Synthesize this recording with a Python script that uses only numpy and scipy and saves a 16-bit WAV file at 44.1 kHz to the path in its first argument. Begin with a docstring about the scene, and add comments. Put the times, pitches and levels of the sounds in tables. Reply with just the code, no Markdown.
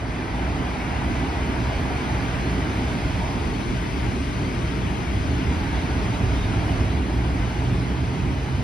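"""In a parked car with the cabin closed, a climate fan blows through the dashboard vents, close to a
handheld pair of microphone ports. The cabin booms, the ducts roar and the vent slats hiss: noise shaped
by spectra and level curves. A fuzzy low hum near 60 Hz, like a cabin resonance, is a sine of random pitch
that swells unevenly; late on a motor, likely the coolant compressor, spins up as a rising tone with an
octave. The right port is muffled for a while."""
import sys
import numpy as np
from scipy import signal
from scipy.io import wavfile
from scipy.ndimage import uniform_filter1d

SR = 44100
rng = np.random.default_rng(int(sys.argv[2]) if len(sys.argv) > 2 else 0)


def store_pcm(level_fs):
    """Save levels as 16-bit WAV."""
    pcm = np.round(np.clip(level_fs, -1, 1) * 32767).astype(np.int16)
    wavfile.write(sys.argv[1], SR, np.atleast_2d(pcm).T)


N = 380583
FRAME, HOP = 4096, 1024  # samples, for shaping noise in the spectrum
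FRAMES = N // HOP + 5
BIN_HZ = np.fft.rfftfreq(FRAME, 1 / SR)


def gain_of(db):
    """Decibels to amplitude."""
    return 10 ** (np.asarray(db) / 20)


def evened(x):
    """Scales to rms 1."""
    return x / np.sqrt(np.mean(x ** 2) + 1e-20)


def read(points, hz, axis=1):
    """One column of a table over log frequency."""
    table = np.transpose(points)
    return np.interp(np.log(hz + 1), np.log(table[0] + 1), table[axis])


def curve(rows, axis=1):
    """One column of a table over time, sample by sample."""
    table = np.transpose(rows)
    return np.interp(np.arange(N) / SR, table[0], table[axis])


def smoothed(x, first, second):
    """Averages noise over neighbouring bins, then over neighbouring frames."""
    return uniform_filter1d(uniform_filter1d(x, size=first, axis=0), size=second, axis=1)


def drift(seconds):
    """Slow random wandering, rms 1."""
    size = max(round(seconds * SR), 1)
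    wander = uniform_filter1d(rng.standard_normal(N), size=size)
    return evened(uniform_filter1d(wander, size=size))


def compressor():
    """A rough shaft tone and its faint octave, climbing as the motor runs up."""
    # shaft tone of the motor: time_s, pitch_hz, level_db
    spin_up = [(5.4, 83, -46), (5.8, 90, -37), (6.1, 95, -33), (6.35, 99, -29), (6.6, 103, -31.5),
               (6.85, 107, -27), (7.03, 111, -34), (7.2, 114, -29), (7.45, 118, -31), (7.75, 123, -28),
               (8.1, 129.5, -33), (8.23, 132, -29), (8.35, 133.5, -35), (8.63, 136, -31)]
    start_s, waver_hz, octave_db, restless_db = 5.4, 2.2, -15, 2.6
    pitch_hz = curve(spin_up) + waver_hz * drift(0.029)
    phase = 2 * np.pi * np.cumsum(pitch_hz) / SR
    since_s = np.maximum(np.arange(N) / SR - start_s, 0)
    fade_in = np.minimum(10 * since_s, 1)  # over 0.1 s
    tone = np.sqrt(2) * (np.sin(phase) + gain_of(octave_db) * np.sin(2 * phase)) * fade_in
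    restless = evened(gain_of(restless_db * drift(0.03)))
    port_db = np.array([[-1.5], [1.5]])  # left, right
    return gain_of(curve(spin_up, axis=2) + port_db) * restless * tone


def hum():
    """A fuzzy low hum near 60 Hz whose pitch wanders at random; it swells and fades."""
    # level of the hum: time_s, level_db
    hum_level = [(0, -41), (.48, -27), (.55, -34), (1.33, -35), (1.42, -26), (1.52, -38), (1.9, -30),
                 (2.04, -38), (2.19, -28), (2.31, -44), (2.4, -26), (2.46, -38), (2.53, -24), (2.63, -38),
                 (2.87, -25), (2.95, -42), (3.3, -34), (3.6, -35), (4.0, -29), (4.4, -32), (4.48, -39),
                 (4.81, -27), (5.2, -33), (5.5, -23), (5.58, -47), (5.77, -28), (5.85, -40), (6.42, -26),
                 (6.66, -39), (6.8, -29), (7.43, -25.5), (7.52, -34), (7.92, -26.5), (8.02, -39),
                 (8.55, -30), (8.63, -38)]
    center_hz, width_hz = 60, 8.32
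    swell_s, steady = .05, 2.2  # time scale, and the steady part against a wavering part of rms 1
    wander = uniform_filter1d(uniform_filter1d(rng.standard_normal(N), size=2000), size=2000)
    turns = np.cumsum(center_hz + width_hz / 2 * evened(wander)) / SR
    swell = evened(np.hypot(steady + drift(swell_s), drift(swell_s)))
    tone = np.sqrt(2) * np.sin(2 * np.pi * turns) * swell
    port_db = np.array([[-.2], [.2]])  # left, right
    return gain_of(curve(hum_level) + port_db) * tone


def rings():
    """Lift of the resonances in dB by port, bin and frame, sliding in pitch as the handheld ports drift."""
    # narrow resonances of ducts and cabin: center_hz, width_hz, left_lift_db, right_lift_db
    resonances = [(225, 20, -3, -3), (430, 40, 2, 0), (540, 50, 1, 2.5), (635, 40, 2, 2), (690, 40, -3, 0),
                  (830, 40, 3, 2), (875, 25, -2, 0), (930, 50, 4, 1), (1060, 30, -1, -3), (1110, 40, 5, 3),
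                  (1165, 30, -3, -1), (1190, 40, 0, 3), (1300, 50, 0, -3), (1340, 50, 2, 1),
                  (1400, 40, -2, -1.5), (1460, 50, 0, 2.5), (1530, 30, 3, 1), (1800, 90, -3.5, -.5),
                  (2070, 60, 2, 1.5), (2150, 50, 1.5, 1), (2300, 60, 1, 1), (4800, 200, 1.5, 1),
                  (5150, 200, 1.5, 1), (5600, 500, -1, -1), (6350, 300, 1, 1)]
    slide, slide_s = .008, .4  # rms share of pitch, and time scale
    still = np.zeros((2, len(BIN_HZ)))
    for center_hz, width_hz, left_db, right_db in resonances:
        peak = 1 / (1 + (2 * (BIN_HZ - center_hz) / width_hz) ** 2)
        still += np.array([[left_db], [right_db]]) * peak
    frame_at = np.minimum(np.arange(FRAMES) * HOP, N - 1)
    sliding = []
    for port_db in still:
        slid_hz = BIN_HZ[:, None] * (1 + slide * drift(slide_s)[frame_at])
        sliding.append(np.interp(slid_hz, BIN_HZ, port_db))
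    return np.array(sliding)


def air(spectrum, rings_db, patchy_db, gusty_db, grainy_db):
    """Noise as both ports hear it, with spectral patches, light gusts and a fine random grain in narrow bands."""
    # the two ports: pitch_hz, likeness (0-1), left_lead_rad, left_minus_right_db
    low_ports = [(60, .945, -.15, -.5), (140, .925, -.1, -3), (210, .95, .2, -4), (350, .95, .2, -2.5),
                 (440, .75, .2, 0), (520, .45, 0, 0), (600, .8, .5, -.5), (760, .62, .8, 0),
                 (900, .55, 1, 2), (1100, .3, 1.6, 1), (1250, .3, 1.6, 1.5), (1450, .12, 0, 1.5),
                 (1650, .2, -1.5, .5), (1850, .45, -.6, 1), (2150, .75, 0, 1), (2400, .75, .45, 1),
                 (2700, .55, .9, 1), (3400, .42, 1.1, 1.5), (4200, .7, .1, 1), (4800, .75, 0, 1),
                 (5250, .55, -.1, 1), (5600, .15, -1.6, 1.5), (6500, .5, -2.6, 1)]
    # treble at the ports, flipping between opposite and equal phase: same columns
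    treble_ports = [(6950, 1, -np.pi, 0), (8200, 1, -np.pi, 0), (8450, .75, -4, 0), (9400, .6, -4.9, 0),
                    (10200, 1, -2 * np.pi, 0), (12300, 1, -2 * np.pi, 0), (13100, 1, -3 * np.pi, 0)]
    # muffling of the right port, likely by the hand: time_s, amount (0-1)
    cover_curve = [(0, 0.08), (3.38, 0.11), (3.5, 1), (5.35, 1), (5.55, 0.12), (8.63, 0.15)]
    # what full cover does to the right port: pitch_hz, level_db, likeness_kept (0-1)
    muffle = [(100, -1, 1), (250, 0, 1), (440, -2.5, .85), (600, -3, .7), (680, -6, .7), (760, -9, .3),
              (860, -8, 0), (940, -6.5, 0), (1020, -4, .2), (1200, -4, .6), (1600, -3.5, 1), (2400, -3, 1),
              (3000, -2, 1), (4500, -1, 1), (5400, 0, 1)]
    ports = list(low_ports) + list(treble_ports)

    a, b, c, d, patches, grain = rng.standard_normal((FRAMES, len(BIN_HZ), 6)).T
    grain = evened(smoothed(grain, 4, 2))
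    patches = evened(smoothed(patches, 24, 3))
    gusts = evened(uniform_filter1d(rng.standard_normal(FRAMES), size=3))

    cover = np.interp(np.arange(FRAMES) * HOP / SR, *np.transpose(cover_curve))
    kept = 1 - cover * (1 - read(muffle, BIN_HZ, axis=2)[:, None])
    likeness = np.clip(read(ports, BIN_HZ)[:, None] * kept, 0, 1)
    lead = np.exp(1j * read(ports, BIN_HZ, axis=2))[:, None]
    lean_db = read(ports, BIN_HZ, axis=3) / 2 * np.array([[1], [-1]])

    # the left port shares part of the right port's noise and adds its own
    right = a + 1j * b
    left = lead * (likeness * right + np.sqrt(1 - likeness ** 2) * (c + 1j * d))
    bins = np.array([left, right]) * gain_of(lean_db[:, :, None] + rings_db)
    bins[1] *= gain_of(read(muffle, BIN_HZ)[:, None] * cover)

    # above its last row the spectrum falls away to silence
    closed = list(spectrum) + [(4 * spectrum[-1][0], -120)]
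    uneven_db = patchy_db * patches + gusty_db * gusts + grainy_db * grain
    bins *= gain_of(read(closed, BIN_HZ)[:, None] + uneven_db)
    noise = signal.istft(bins, nperseg=FRAME, noverlap=FRAME - HOP)[1]
    return evened(noise[:, :N])


def vents():
    """Rumble and boom follow the cabin lows; hollow note, roar and hiss follow the air stream."""
    # spectra before resonances and ports, each with columns: pitch_hz, relative_density_db (per Hz)
    # deepest rumble of the closed cabin
    rumble_spectrum = [(20, -29), (40, 7.5), (58, 5.5), (70, 11.5), (88, 4), (122, 7), (145, -9.5),
                       (200, -55)]
    # low rush of air in the cabin
    boom_spectrum = [(80, -11), (130, 0.5), (160, -0.5), (190, 2.5), (220, -5.5), (245, 1.5), (280, 0),
                     (330, -4), (430, -8), (520, -19), (800, -48)]
    # wide hollow band of the main duct
    hollow_spectrum = [(330, -27), (470, -4.5), (570, -2.5), (630, 2), (700, 3.5), (840, 1), (950, 0.5),
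                       (1060, 0), (1400, -49)]
    # turbulence in the ducts
    roar_spectrum = [(600, -67), (1000, -36), (1150, 0.5), (1290, -2.5), (1600, -1.5), (1800, -2),
                     (2100, -3.5), (2450, -4.5), (2700, -10), (3300, -20.5), (4500, -59)]
    # jets through the vent slats
    hiss_spectrum = [(1500, -30), (2400, -4), (3000, 0), (4000, -6), (5000, -8), (6500, -11.5),
                     (8500, -14.5), (10000, -20.5), (12000, -27.5), (12900, -35), (14000, -33),
                     (15200, -30.5), (16500, -32)]
    # air stream, building up, holding and easing near the end: time_s, ducts_db, slats_db, hollow_db
    stream = [(0, -4, -6, -3.5), (.4, -1.5, -3.5, -1), (1.0, -.5, -2, -0.5), (2.2, 0, -1, 0),
              (3.0, -1.4, -0.5, -1.5), (3.4, -1.7, -1, 0), (3.55, -1.5, -1, -2), (5.2, -1, -1.5, -1.5),
              (5.7, -1, -1, -1.5), (6.3, -1.5, -1, -1), (6.75, -1.5, -0.8, -0.5), (7.0, -3.5, -3, -2.5),
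              (7.5, -3, -2.2, -2.5), (8.0, -4, -3.5, -4), (8.63, -4.5, -3.5, -4.5)]
    # uneven low end in the cabin: time_s, rumble_db, rush_db
    lows = [(0, -3, -4.5), (.5, -1.5, -1), (1.4, -1, -1), (2.5, -2, 1), (3.2, 0.5, -0.5), (3.7, -0.3, 1.5),
            (4.0, 1.5, 0.5), (4.4, 0.5, 1), (5.0, -2, 1.5), (5.3, 3, 1.5), (5.6, -0.5, 0.5), (6.3, 3, 1),
            (6.95, 1, 1), (7.2, 0, -.5), (7.9, -0.8, 0), (8.25, 1, 0.5), (8.63, 1, -2.5)]

    lift_db = rings()
    # level in dB where the curve is 0; rumble and boom follow their curves by a factor
    rumble_db = -27 + 1.26 * curve(lows)
    boom_db = -28 + 0.84 * curve(lows, axis=2)
    hollow_db = -34 + curve(stream, axis=3)
    roar_db = -35 + curve(stream)
    hiss_db = -40 + curve(stream, axis=2)

    rumble = air(rumble_spectrum, lift_db, patchy_db=0.8, gusty_db=1.4, grainy_db=0.1)
    boom = air(boom_spectrum, lift_db, patchy_db=0.5, gusty_db=0.47, grainy_db=1.03)
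    hollow = air(hollow_spectrum, lift_db, patchy_db=0.8, gusty_db=0.3, grainy_db=0.8)
    roar = air(roar_spectrum, lift_db, patchy_db=0.58, gusty_db=-0.06, grainy_db=2.0)
    hiss = air(hiss_spectrum, lift_db, patchy_db=0.7, gusty_db=-0.07, grainy_db=3.0)

    lows_mix = gain_of(rumble_db) * rumble + gain_of(boom_db) * boom
    stream_mix = gain_of(hollow_db) * hollow + gain_of(roar_db) * roar + gain_of(hiss_db) * hiss
    return lows_mix + stream_mix


def scene():
    """Air stream, low hum and rising motor tone."""
    return vents() + hum() + compressor()


def record(dry):
    """The microphones lose the deepest bass; then the treble is cut at the band limit."""
    low_cut_hz, edge_hz = 42.7, 15750
    high_pass = signal.butter(3, low_cut_hz, "high", fs=SR, output="sos")
    thin = signal.sosfilt(high_pass, dry)
    band_limit = signal.firwin(511, edge_hz, window=("kaiser", 9), fs=SR)
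    return signal.oaconvolve(thin, band_limit[None], "same", axes=1)


dry = scene()
out = record(dry)
store_pcm(out)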